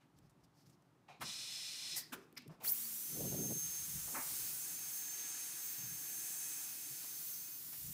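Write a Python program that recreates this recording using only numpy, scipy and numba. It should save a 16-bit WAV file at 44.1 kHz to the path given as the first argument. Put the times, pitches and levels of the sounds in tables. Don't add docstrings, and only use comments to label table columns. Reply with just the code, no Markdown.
import sys
import numpy as np
from scipy import signal
from scipy.fft import rfft, irfft, next_fast_len
from scipy.io import wavfile
from scipy.ndimage import uniform_filter1d
from numba import njit

SR = 44100
rng = np.random.default_rng(int(sys.argv[2]) if len(sys.argv) > 2 else 0)


def volts(x):
    e = np.asarray(x, float) / 20
    return 10 ** e


def dump(signal):
    limited = np.clip(np.atleast_2d(signal).T, -1, 1)
    pcm = np.round(limited * 32767).astype(np.int16)
    wavfile.write(sys.argv[1], SR, pcm)


N = 349713
BRIEF = 16384

# freq_hz, density_db
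ROOM_AIR = [(24, -44), (40, -14), (91, -11), (136, -5), (224, -21), (260, 6.5), (294, 11), (449, -37),
            (535, -14), (2270, -35.5), (15500, -48.5)]
ROOM_DB = -76.5
# time_s, pitch_hz, level_db
PUMP = [(2.25, 246.6, -90), (2.4, 246.4, -65), (2.6, 240, -81), (2.85, 227.7, -62.5), (3.1, 203, -74),
        (3.2, 200, -86.5)]

# middle_s, length_s, push_db, rumble_db, flap_db
GUSTS = [(.23, 0.15, -75, -70, -95), (.42, 0.15, -81, -91, -84), (.7, .1, -88, -78, -83),
         (2.5, 0.49, -99, -86.5, -71.5), (4.75, 0.31, -85, -80, -77), (6.08, 0.26, -80, -96, -75),
         (6.92, 0.042, -80, -69, -76), (7.68, 0.13, -87, -83, -84), (1.232, 0.064, -95, -63, -57.5),
         (2.0, 0.26, -101, -85, -72), (2.16, 0.078, -101, -96, -64), (2.491, 0.049, -95, -59, -59.5),
         (2.64, 0.055, -88, -84, -74), (3.345, 0.39, -61, -48.5, -45.5), (3.515, 0.036, -67, -48, -44.5),
         (3.67, 0.1, -67, -64, -105), (3.565, 0.036, -70, -56, -63), (3.97, .04, -62, -58, -73),
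         (3.95, 0.33, -66, -62.5, -93), (4.171, 0.082, -72, -87, -54.5), (4.42, 0.29, -72, -70, -70),
         (5.88, 0.17, -71, -59, -74), (7.9, 0.21, -68, -68, -95), (7.85, 0.027, -80, -58.5, -74),
         (7.905, .04, -80, -57, -72)]
# push_db, rumble_db, flap_db
CALM_DB = (-91, -73.5, -74.5)
# middle_s, length_s, level_db
SLAPS = [(3.17, .03, -56), (3.21, .022, -48), (3.252, .04, -51), (3.325, .018, -51), (3.347, .018, -48),
         (3.39, .035, -58), (3.445, .035, -52), (3.514, .025, -47)]

# start_s, level_db, centre_hz, decay_s
TICKS = [(0.187, -63, 7800, 0.0013), (.295, -75, 8000, 0.011), (.437, -76, 6000, .008),
         (.658, -80, 6000, .004), (.695, -70.5, 6860, 0.011), (0.821, -77, 5500, .004),
         (2.326, -64, 13000, 0.001), (2.326, -69, 4000, 0.001), (2.354, -70, 8800, 0.002),
         (2.421, -66, 12000, .0015), (2.477, -61, 12000, 0.003), (2.477, -68, 6000, 0.0026),
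         (2.641, -50, 9000, .004)]
# middle_s, length_s, level_db
RUSTLE = [(.18, .035, -80.5), (.25, 0.065, -84.5), (.42, .05, -90), (.446, 0.022, -79), (.595, 0.097, -80),
          (.68, .045, -80), (.74, 0.035, -81), (2.17, .06, -75), (2.23, 0.047, -78), (2.379, 0.0063, -53),
          (2.41, 0.054, -81), (2.53, 0.05, -80)]

# start_s, level_db, rise_s, decay_s
PUFFS = [
    (1.082, -60.5, 0.0079, 0.041),
    (1.203, -44.5, 0.017, 0.014),
    (1.953, -38, 0.018, 0.017),
    (2.118, -42, .016, 0.0087),
    (2.362, -49.5, .016, 0.0061),
    (2.6, -58, 0.009, 0.053),
    (4.137, -44.5, 0.016, 0.041),
]
# freq_hz, density_db
PUFF_COLOURS = [
    [(240, -39), (400, -8), (605, -11), (761, -3), (1930, -19), (2400, -11), (9070, -43), (15500, -68)],
    [(240, -46), (400, -17), (972, 1.5), (1850, -4), (2320, -3.5), (5480, -15.5), (10600, -11),
     (15500, -18)],
    [(350, -50), (600, -13.5), (1470, -19), (1990, -6), (2220, -19), (3980, -14), (4620, -4), (15500, -6)],
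    [(150, -32), (250, -4.5), (603, -18), (1510, -3.5), (2090, -22), (2570, -10.5), (4390, -22.5),
     (15500, -19)],
    [(290, -48), (500, -18), (2260, 0), (2540, -9), (4500, -7), (4980, 3), (7780, -29), (12300, -13)],
    [(240, -38.5), (400, -6), (797, 1.5), (1760, -14), (2370, -9), (8000, -26), (10400, -51), (17600, -120)],
    [(150, -32), (328, -14), (936, 3.5), (1350, -0.5), (2360, -6), (3000, -17.5), (3900, -51), (6600, -120)],
]
# start_s, centre_hz, width_hz, level_db, decay_s
AFTER_RINGS = [(7.33, 5640, 150, -54.5, 0.013), (1.08, 780, 100, -63, 0.03), (1.085, 2420, 160, -68, .04),
               (1.225, 1100, 200, -58, .02), (1.23, 200, 80, -58, .03), (1.079, 2500, 900, -61.5, .004),
               (1.214, 1400, 1200, -46, 0.0057), (1.965, 9700, 500, -55, .02),
               (1.965, 12100, 600, -50, 0.018), (1.965, 14600, 900, -52, 0.017),
               (1.085, 5900, 1400, -73, 0.032), (1.09, 9000, 700, -84, .02), (1.09, 12200, 900, -86, .02),
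               (1.09, 4000, 400, -74, .05), (2.118, 1430, 200, -50, 0.007), (2.122, 2550, 200, -56, .006),
               (2.362, 2250, 200, -56, 0.006), (2.37, 2350, 90, -70, .02), (2.365, 5100, 400, -57, .006),
               (1.97, 1890, 180, -63.5, 0.051), (1.97, 4840, 900, -50.5, 0.036),
               (2.13, 1240, 620, -59, 0.036), (2.139, 390, 39.5, -60.5, 0.062),
               (2.381, 2540, 500, -68.5, .04), (2.381, 4300, 1500, -67, 0.031)]
# start_s, level_db, centre_hz, decay_s
SCUFFS = [(0., -76, 2190, 0.026), (2.485, -63.5, 684, 0.046), (4.068, -58, 750, 0.038),
          (7.03, -65, 900, 0.011), (7.717, -60, 2000, 0.015)]
# start_s, length_s, from_hz, to_hz, level_db
PEDAL_THUMP = [(2.47, .06, 138, 175, -54)]

# time_s, level_db
JET_LEVEL = [(1.2, -68), (1.228, -55), (1.262, -45), (1.31, -44.5), (1.952, -44.5), (1.992, -65),
             (2.05, -79)]
# freq_hz, density_db
JET_AIR = [(290, -57), (500, -20), (2160, -12), (2930, -3), (3190, -10), (4070, -10), (4640, -19),
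           (5200, 1.5), (15500, -16)]
# centre_hz, width_hz, level_db
JET_PIPE = [(2000, 130, -14), (2450, 160, -7), (3000, 110, -7), (3500, 160, -3), (3900, 220, -3.5),
            (4200, 290, -1.5), (5180, 280, 0.5), (5700, 85, -6), (6100, 120, -6), (6730, 140, -21),
            (7150, 110, -24), (7700, 200, -10.5), (8800, 610, -10.5)]

# time_s, whine_db, octave_db
WHINE = [(2.69, -70, -90), (2.8, -64, -90), (2.91, -67, -90), (3.05, -57, -85), (3.3, -49, -78),
         (3.64, -43.5, -80), (3.86, -50, -77), (4.06, -58, -74), (4.42, -55, -68), (4.75, -53, -69),
         (5.2, -47, -58), (5.52, -54, -65), (6.1, -51.5, -58), (6.63, -52.5, -68), (6.72, -58, -65),
         (7.55, -57, -66), (7.64, -73, -72), (7.93, -72, -78)]
# middle_s, length_s, hidden_share_db
HIDDEN = [(2.815, .012, -3), (2.9, .06, -3), (3., .012, -3), (3.35, .025, -4), (3.88, .03, -2.5),
          (4.27, .14, -1), (4.56, .12, -8), (4.67, .025, -2.5), (4.91, .03, -4), (5.76, .03, -4),
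          (6.62, .02, -2.5), (6.76, .06, -5), (7.02, .08, -8), (7.24, .06, -4), (7.5, .03, -1.5)]
START_S, SPIN_UP_S, BUILD_S = 2.65, .237, 2.5
FREE_HZ, PEAK_S, SAG_HZ_PER_S = 6387, 4.2, 23.5
BLADES = 8
# start_s, length_s,
# from_hz, to_hz,
CATCHES = [(2.645, 0.008, 2900, 800, -50), (2.655, .018, 2300, 3700, -57), (2.67, 0.022, 3800, 5300, -46),
           (2.683, 0.02, 4800, 6100, -47), (2.671, .015, 13400, 15400, -40), (2.68, .013, 9700, 11300, -44),
           (2.695, 0.02, 8800, 10700, -47), (2.71, 0.029, 13100, 15100, -31.5),
           (2.83, 0.037, 4270, 4760, -58)]
# time_s, hiss_db, aim_db
RUSH = [(2.6, -82, -2), (2.63, -68, 4), (2.644, -58, 13.5), (2.696, -43, 8), (2.716, -52, 7)]
# time_s, hiss_db, aim_db
EXHAUST = [(2.8, -49.5, 2), (3.19, -51, 0), (4.0, -48.5, -3), (4.4, -49, 1.7), (4.8, -50, -2.5),
           (5.04, -49.5, -1.5), (5.34, -48, -8.5), (5.58, -50, -5), (5.66, -49.5, 1.5), (5.89, -51, -1.5),
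           (6.33, -49, -1.5), (6.64, -49.5, -3.5), (6.7, -51.5, 1), (6.86, -51, -5), (7.3, -53.5, 4.5),
           (7.5, -55.5, 3.5), (7.93, -54.5, 2.5)]
# freq_hz, density_db
DULL_HISS = [(180, -23), (300, -9), (553, -21.5), (1460, -12.5), (1640, -12.5), (3400, -12), (5850, -6.5),
             (6150, -19.5), (6680, -14), (8280, -19), (15500, -14)]
# centre_hz, width_hz, level_db
HEAD_HOLLOWS = [(752, 104, 0), (2320, 90, -0.5)]
# time_s, hollows_db, cage_db, hand_hz
CUPPED = [(2.6, -34, -34, 1500), (4.25, -14, -20, 1500), (4.45, -13, -12, 1520), (4.85, -12.5, -14, 1580),
          (5.1, -10, -14, 1720), (5.5, -13, -14, 1650), (6.1, -10, -13, 1680), (6.45, -9.5, -8, 1690),
          (6.75, -15, -10.5, 1620), (7.05, -13, -13, 1490), (7.35, -18, -16, 1500), (7.53, -16, -6, 1500),
          (7.64, -24, -26, 1500), (7.93, -22, -26, 1500)]
# start_s, length_s, centre_hz, width_hz, change_db
SHADES = [(2.627, .045, 2500, 4000, 10), (2.747, .14, 11100, 3000, -0.5), (2.75, 1.1, 2300, 3900, -1),
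          (2.912, 0.77, 11700, 1590, 5), (4.2, 0.37, 4660, 2500, 2.5), (4.204, .45, 9100, 2500, 3),
          (4.916, 0.079, 13200, 5000, 4), (4.996, 0.39, 11200, 4450, -8.5), (5.6, .3, 10500, 4000, -5),
          (2.75, 1.3, 3300, 900, 1.5), (6.74, .25, 1250, 500, -4), (6.082, .6, 8100, 1800, 3),
          (6.18, .5, 13200, 2000, -2), (7.3, .2, 10300, 3000, -2), (6.7, 1.22, 3400, 1500, 0.5),
          (6.7, 1.22, 895, 900, -1.5), (4.15, 1.2, 4700, 1500, 0.5), (5.0, 1.1, 1900, 1490, 1.5),
          (6.896, 1.0, 4570, 700, 3.5), (7.746, .18, 1000, 1200, -5), (7.348, .38, 2600, 2400, -1),
          (7.45, .47, 8400, 1500, -1.5)]
DULL_DB, DULL_LAG = -8, 0.31
EDGE_DB, EDGE_AIM = 0, 0.59

SINK_T60_S, SINK_DB = 0.62, -18
# time_s, echo_share
WALL = [(7.45, 0.), (7.6, 0.5), (7.93, 0.3)]
WALL_LAG_S = .001486


def unit(x):
    return x / np.sqrt(np.mean(x ** 2))


def curves(table, off=-120.):
    s, *columns = np.transpose(table)
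    t = np.arange(N) / SR
    return [np.interp(t, s, c, off, off) for c in columns]


def swells(table, edge=3.8):
    s, length, *db = np.transpose(table)
    at = np.arange(0, N, 32)
    shape = np.exp(-abs(2 * (at / SR - s[:, None]) / length[:, None]) ** edge)
    return [np.interp(np.arange(N), at, g) for g in volts(db) @ shape]


def walk(rate):
    k = int(SR / rate)
    held = np.repeat(rng.standard_normal(N // k + 1), k)
    return 1.23 * uniform_filter1d(uniform_filter1d(held, k), k)[:N]


def shaped(gain, size):
    fast = next_fast_len(size, True)
    hz = np.arange(1, fast // 2 + 2) * SR / fast
    return unit(irfft(rfft(rng.standard_normal(fast)) * gain(hz), fast)[:size])


def air(shape, lo_hz=20., hi_hz=21300.0, slope=2.9, size=N):
    f, db = np.transpose(shape)

    def gain(hz):
        edges = (1 + (lo_hz / hz) ** (2 * slope)) * (1 + (hz / hi_hz) ** (2 * slope))
        return volts(np.interp(np.log(hz), np.log(f), db)) / np.sqrt(edges)
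    return shaped(gain, size)


def band(lo_hz, hi_hz, slope=0.99, size=N):
    return air([(20, 0), (20000, 0)], lo_hz, hi_hz, slope, size)


def ring(modes, size=N):
    def gain(hz):
        power = sum(volts(2 * db) / (1 + (2 * (hz - f) / w) ** 2) ** 1.15 for f, w, db in modes)
        return np.sqrt(power)
    return shaped(gain, size)


@njit
def svf(x, hz, width):
    y, b, l = np.empty(len(x)), 0., 0.
    for i in range(len(x)):
        g, k = np.tan(np.pi * hz[i] / SR), width / hz[i]
        v = (b + g * (x[i] - l)) / (1 + g * (g + k))
        b, l, y[i] = 2 * v - b, l + 2 * g * v, k * v
    return y


def chirps(table, rough_db):
    out = np.zeros(N)
    for s, length, f0, f1, db in table:
        i, n = int(s * SR), int(length * SR)
        glide = np.sin(2 * np.pi * np.cumsum(np.linspace(f0, f1, n)) / SR)
        out[i:i + n] += volts(db + 3.5) * np.hanning(n) ** .5 * glide
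    return out * volts(rough_db * walk(500))


def add(out, s, db, rise_s, decay_s, sound):
    i, t = int(s * SR), np.arange(BRIEF) / SR
    rise = np.sin(np.pi / 2 * np.clip(t / rise_s, 0, 1)) ** 2
    fall = 1 / np.cosh(np.minimum(np.maximum(t - rise_s, 0) / decay_s, 40))
    out[i:i + BRIEF] += (volts(db) * rise * fall * sound)[:N - i]


def room():
    hz, db = curves(PUMP)
    pump = volts(db) * np.sin(2 * np.pi * np.cumsum(hz) / SR)
    return volts(ROOM_DB) * air(ROOM_AIR, 794) + pump


def buffet():
    push_gain, rumble_gain, flap_gain = (g + volts(db) for g, db in zip(swells(GUSTS), CALM_DB))
    lumps_db = 2.3 * walk(90)
    push = band(42, 98, 5.9) * push_gain
    rumble = band(136.3, 151.6, 5.6) * rumble_gain * volts(0.15 * lumps_db)
    flap = band(175, 370, 4.2) * flap_gain * volts(lumps_db - 2.5)
    slaps = band(300, 600, 4.0) * swells(SLAPS, 1.8)[0]
    return push + rumble + flap + slaps


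def glove():
    rustle = band(5160, 5300, 6.4) + 1.05 * band(1300, 14000)
    out = rustle * swells(RUSTLE)[0] * volts(2 * walk(58.02))
    for s, db, hz, decay_s in TICKS:
        add(out, s, db, .0007, decay_s, ring([(hz, 7000, 0)], size=BRIEF))
    return out


def puffs():
    out = chirps(PEDAL_THUMP, 0.66)
    for (s, db, rise_s, decay_s), colour in zip(PUFFS, PUFF_COLOURS):
        add(out, s, db, rise_s, decay_s, air(colour, size=BRIEF))
    for s, hz, width, db, decay_s in AFTER_RINGS:
        add(out, s, db, .01, decay_s, ring([(hz, width, 0)], size=BRIEF))
    for s, db, hz, decay_s in SCUFFS:
        add(out, s, db, .015, decay_s, ring([(hz, hz, 0)], size=BRIEF))
    return out


def jet():
    blow = volts(-8.) * air(JET_AIR) + volts(-3.0) * ring(JET_PIPE)
    return blow * volts(curves(JET_LEVEL)[0] + .5 * walk(20.2))


def shaft():
    on = np.maximum(np.arange(N) / SR - START_S, 0)
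    free_hz = FREE_HZ - SAG_HZ_PER_S * abs(np.arange(N) / SR - PEAK_S)
    hz = free_hz * np.tanh(on / SPIN_UP_S * (1 + on / BUILD_S))
    return hz, 2 * np.pi * np.cumsum(hz + 5 * walk(30)) / SR


def whine(hz, turn):
    whine_db, octave_db = curves(WHINE)
    whine_db = whine_db + 3 + 1.5 * walk(45) + 2 * (hz < 6000) * walk(120)
    once = (1 - swells(HIDDEN)[0]) * volts(whine_db) * np.sin(turn)
    out = once + volts(octave_db + 3 + 2.5 * walk(30)) * np.sin(2 * turn)
    blade_hz = np.minimum(BLADES * (190 + 24000 * np.arange(BRIEF) / SR), 18000)
    add(out, 2.66, -39, .055, .012, svf(rng.standard_normal(BRIEF), blade_hz, 3000.))
    return out + chirps(CATCHES, 2.5)


def exhaust(turn):
    hiss_db, aim_db = curves(RUSH + EXHAUST)
    dull_db = DULL_DB - DULL_LAG * np.clip(hiss_db + 52, -6, 9)
    edge_db = EDGE_DB + EDGE_AIM * aim_db
    cage = volts(.6 + 1.6 * walk(30)) * np.sin(.4025 * turn + 1.6 * walk(25))
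    facing_db, cage_db, hand_hz = curves(CUPPED, off=-24.0)
    hand_hz = np.clip(hand_hz, 1000, 3000) * (1 + .015 * walk(6))
    hand = unit(svf(svf(rng.standard_normal(N), hand_hz, 260.), hand_hz, 260.))
    hollows = volts(-4.) * ring(HEAD_HOLLOWS) + volts(-1.5) * hand
    dull = volts(1.0) * air(DULL_HISS, 200, 6350, slope=12)
    dull = dull + volts(facing_db) * hollows + volts(cage_db) * cage
    bright, edge = band(6130, 11200, 6.9), band(12550, 13700, 4.8)
    top = air([(12000, -1.5), (15500, 10.0)], 11400, slope=8)
    parts = [(dull, dull_db), (bright, 0.4), (edge, edge_db), (top, aim_db + 7.5)]
    hiss = sum(x * volts(db + 0.71 * walk(12)) for x, db in parts)
    for s, length, centre_hz, width, db in SHADES:
        i, n = int(s * SR), int(length * SR)
        shaded = svf(hiss[i:i + n], np.full(n, 1. * centre_hz), 1. * width)
        hiss[i:i + n] += (volts(db * np.hanning(n) ** 0.13) - 1) * shaded
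    return hiss * volts(hiss_db)


def turbine():
    hz, turn = shaft()
    return whine(hz, turn) + exhaust(turn)


def scene():
    near = jet() + puffs() + glove()
    t = np.arange(int(.4 * SR)) / SR
    tail = signal.lfilter([.3], [1, -.7], rng.standard_normal(len(t))) * volts(-60 * t / SINK_T60_S)
    sink = signal.fftconvolve(near, tail / np.sqrt(np.sum(tail ** 2)))[:N]
    rotor = turbine()
    bright = svf(rotor, np.full(N, 14000.), 9000.)
    rotor = rotor + curves(WALL, off=0.)[0] * np.roll(bright, round(WALL_LAG_S * SR))
    return np.tile(rotor + near + volts(SINK_DB) * sink + buffet() + room(), (2, 1))


def band_limit(x):
    return signal.sosfilt(signal.butter(12, 15520, fs=SR, output="sos"), x)


def record(dry):
    side, size = np.zeros(N), 2048
    hz = np.arange(size // 2 + 1) * SR / size
    for s, centre_hz in (2.8, 6300) + rng.random((36, 2)) * (4.7, 8100):
        i = int(s * SR) - size // 2
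        piece = rfft(dry[0, i + size:i + 2 * size]) * (abs(hz - centre_hz) < 900)
        side[i:i + size] += volts(-3.5) * np.hanning(size) * irfft(piece)
    top_cut = signal.ellip(10, .1, 70, 15520, fs=SR, output="sos")
    mix = signal.sosfilt(top_cut, dry + np.array([side, -side]))
    return band_limit(mix)


dry = scene()
out = record(dry)
dump(out)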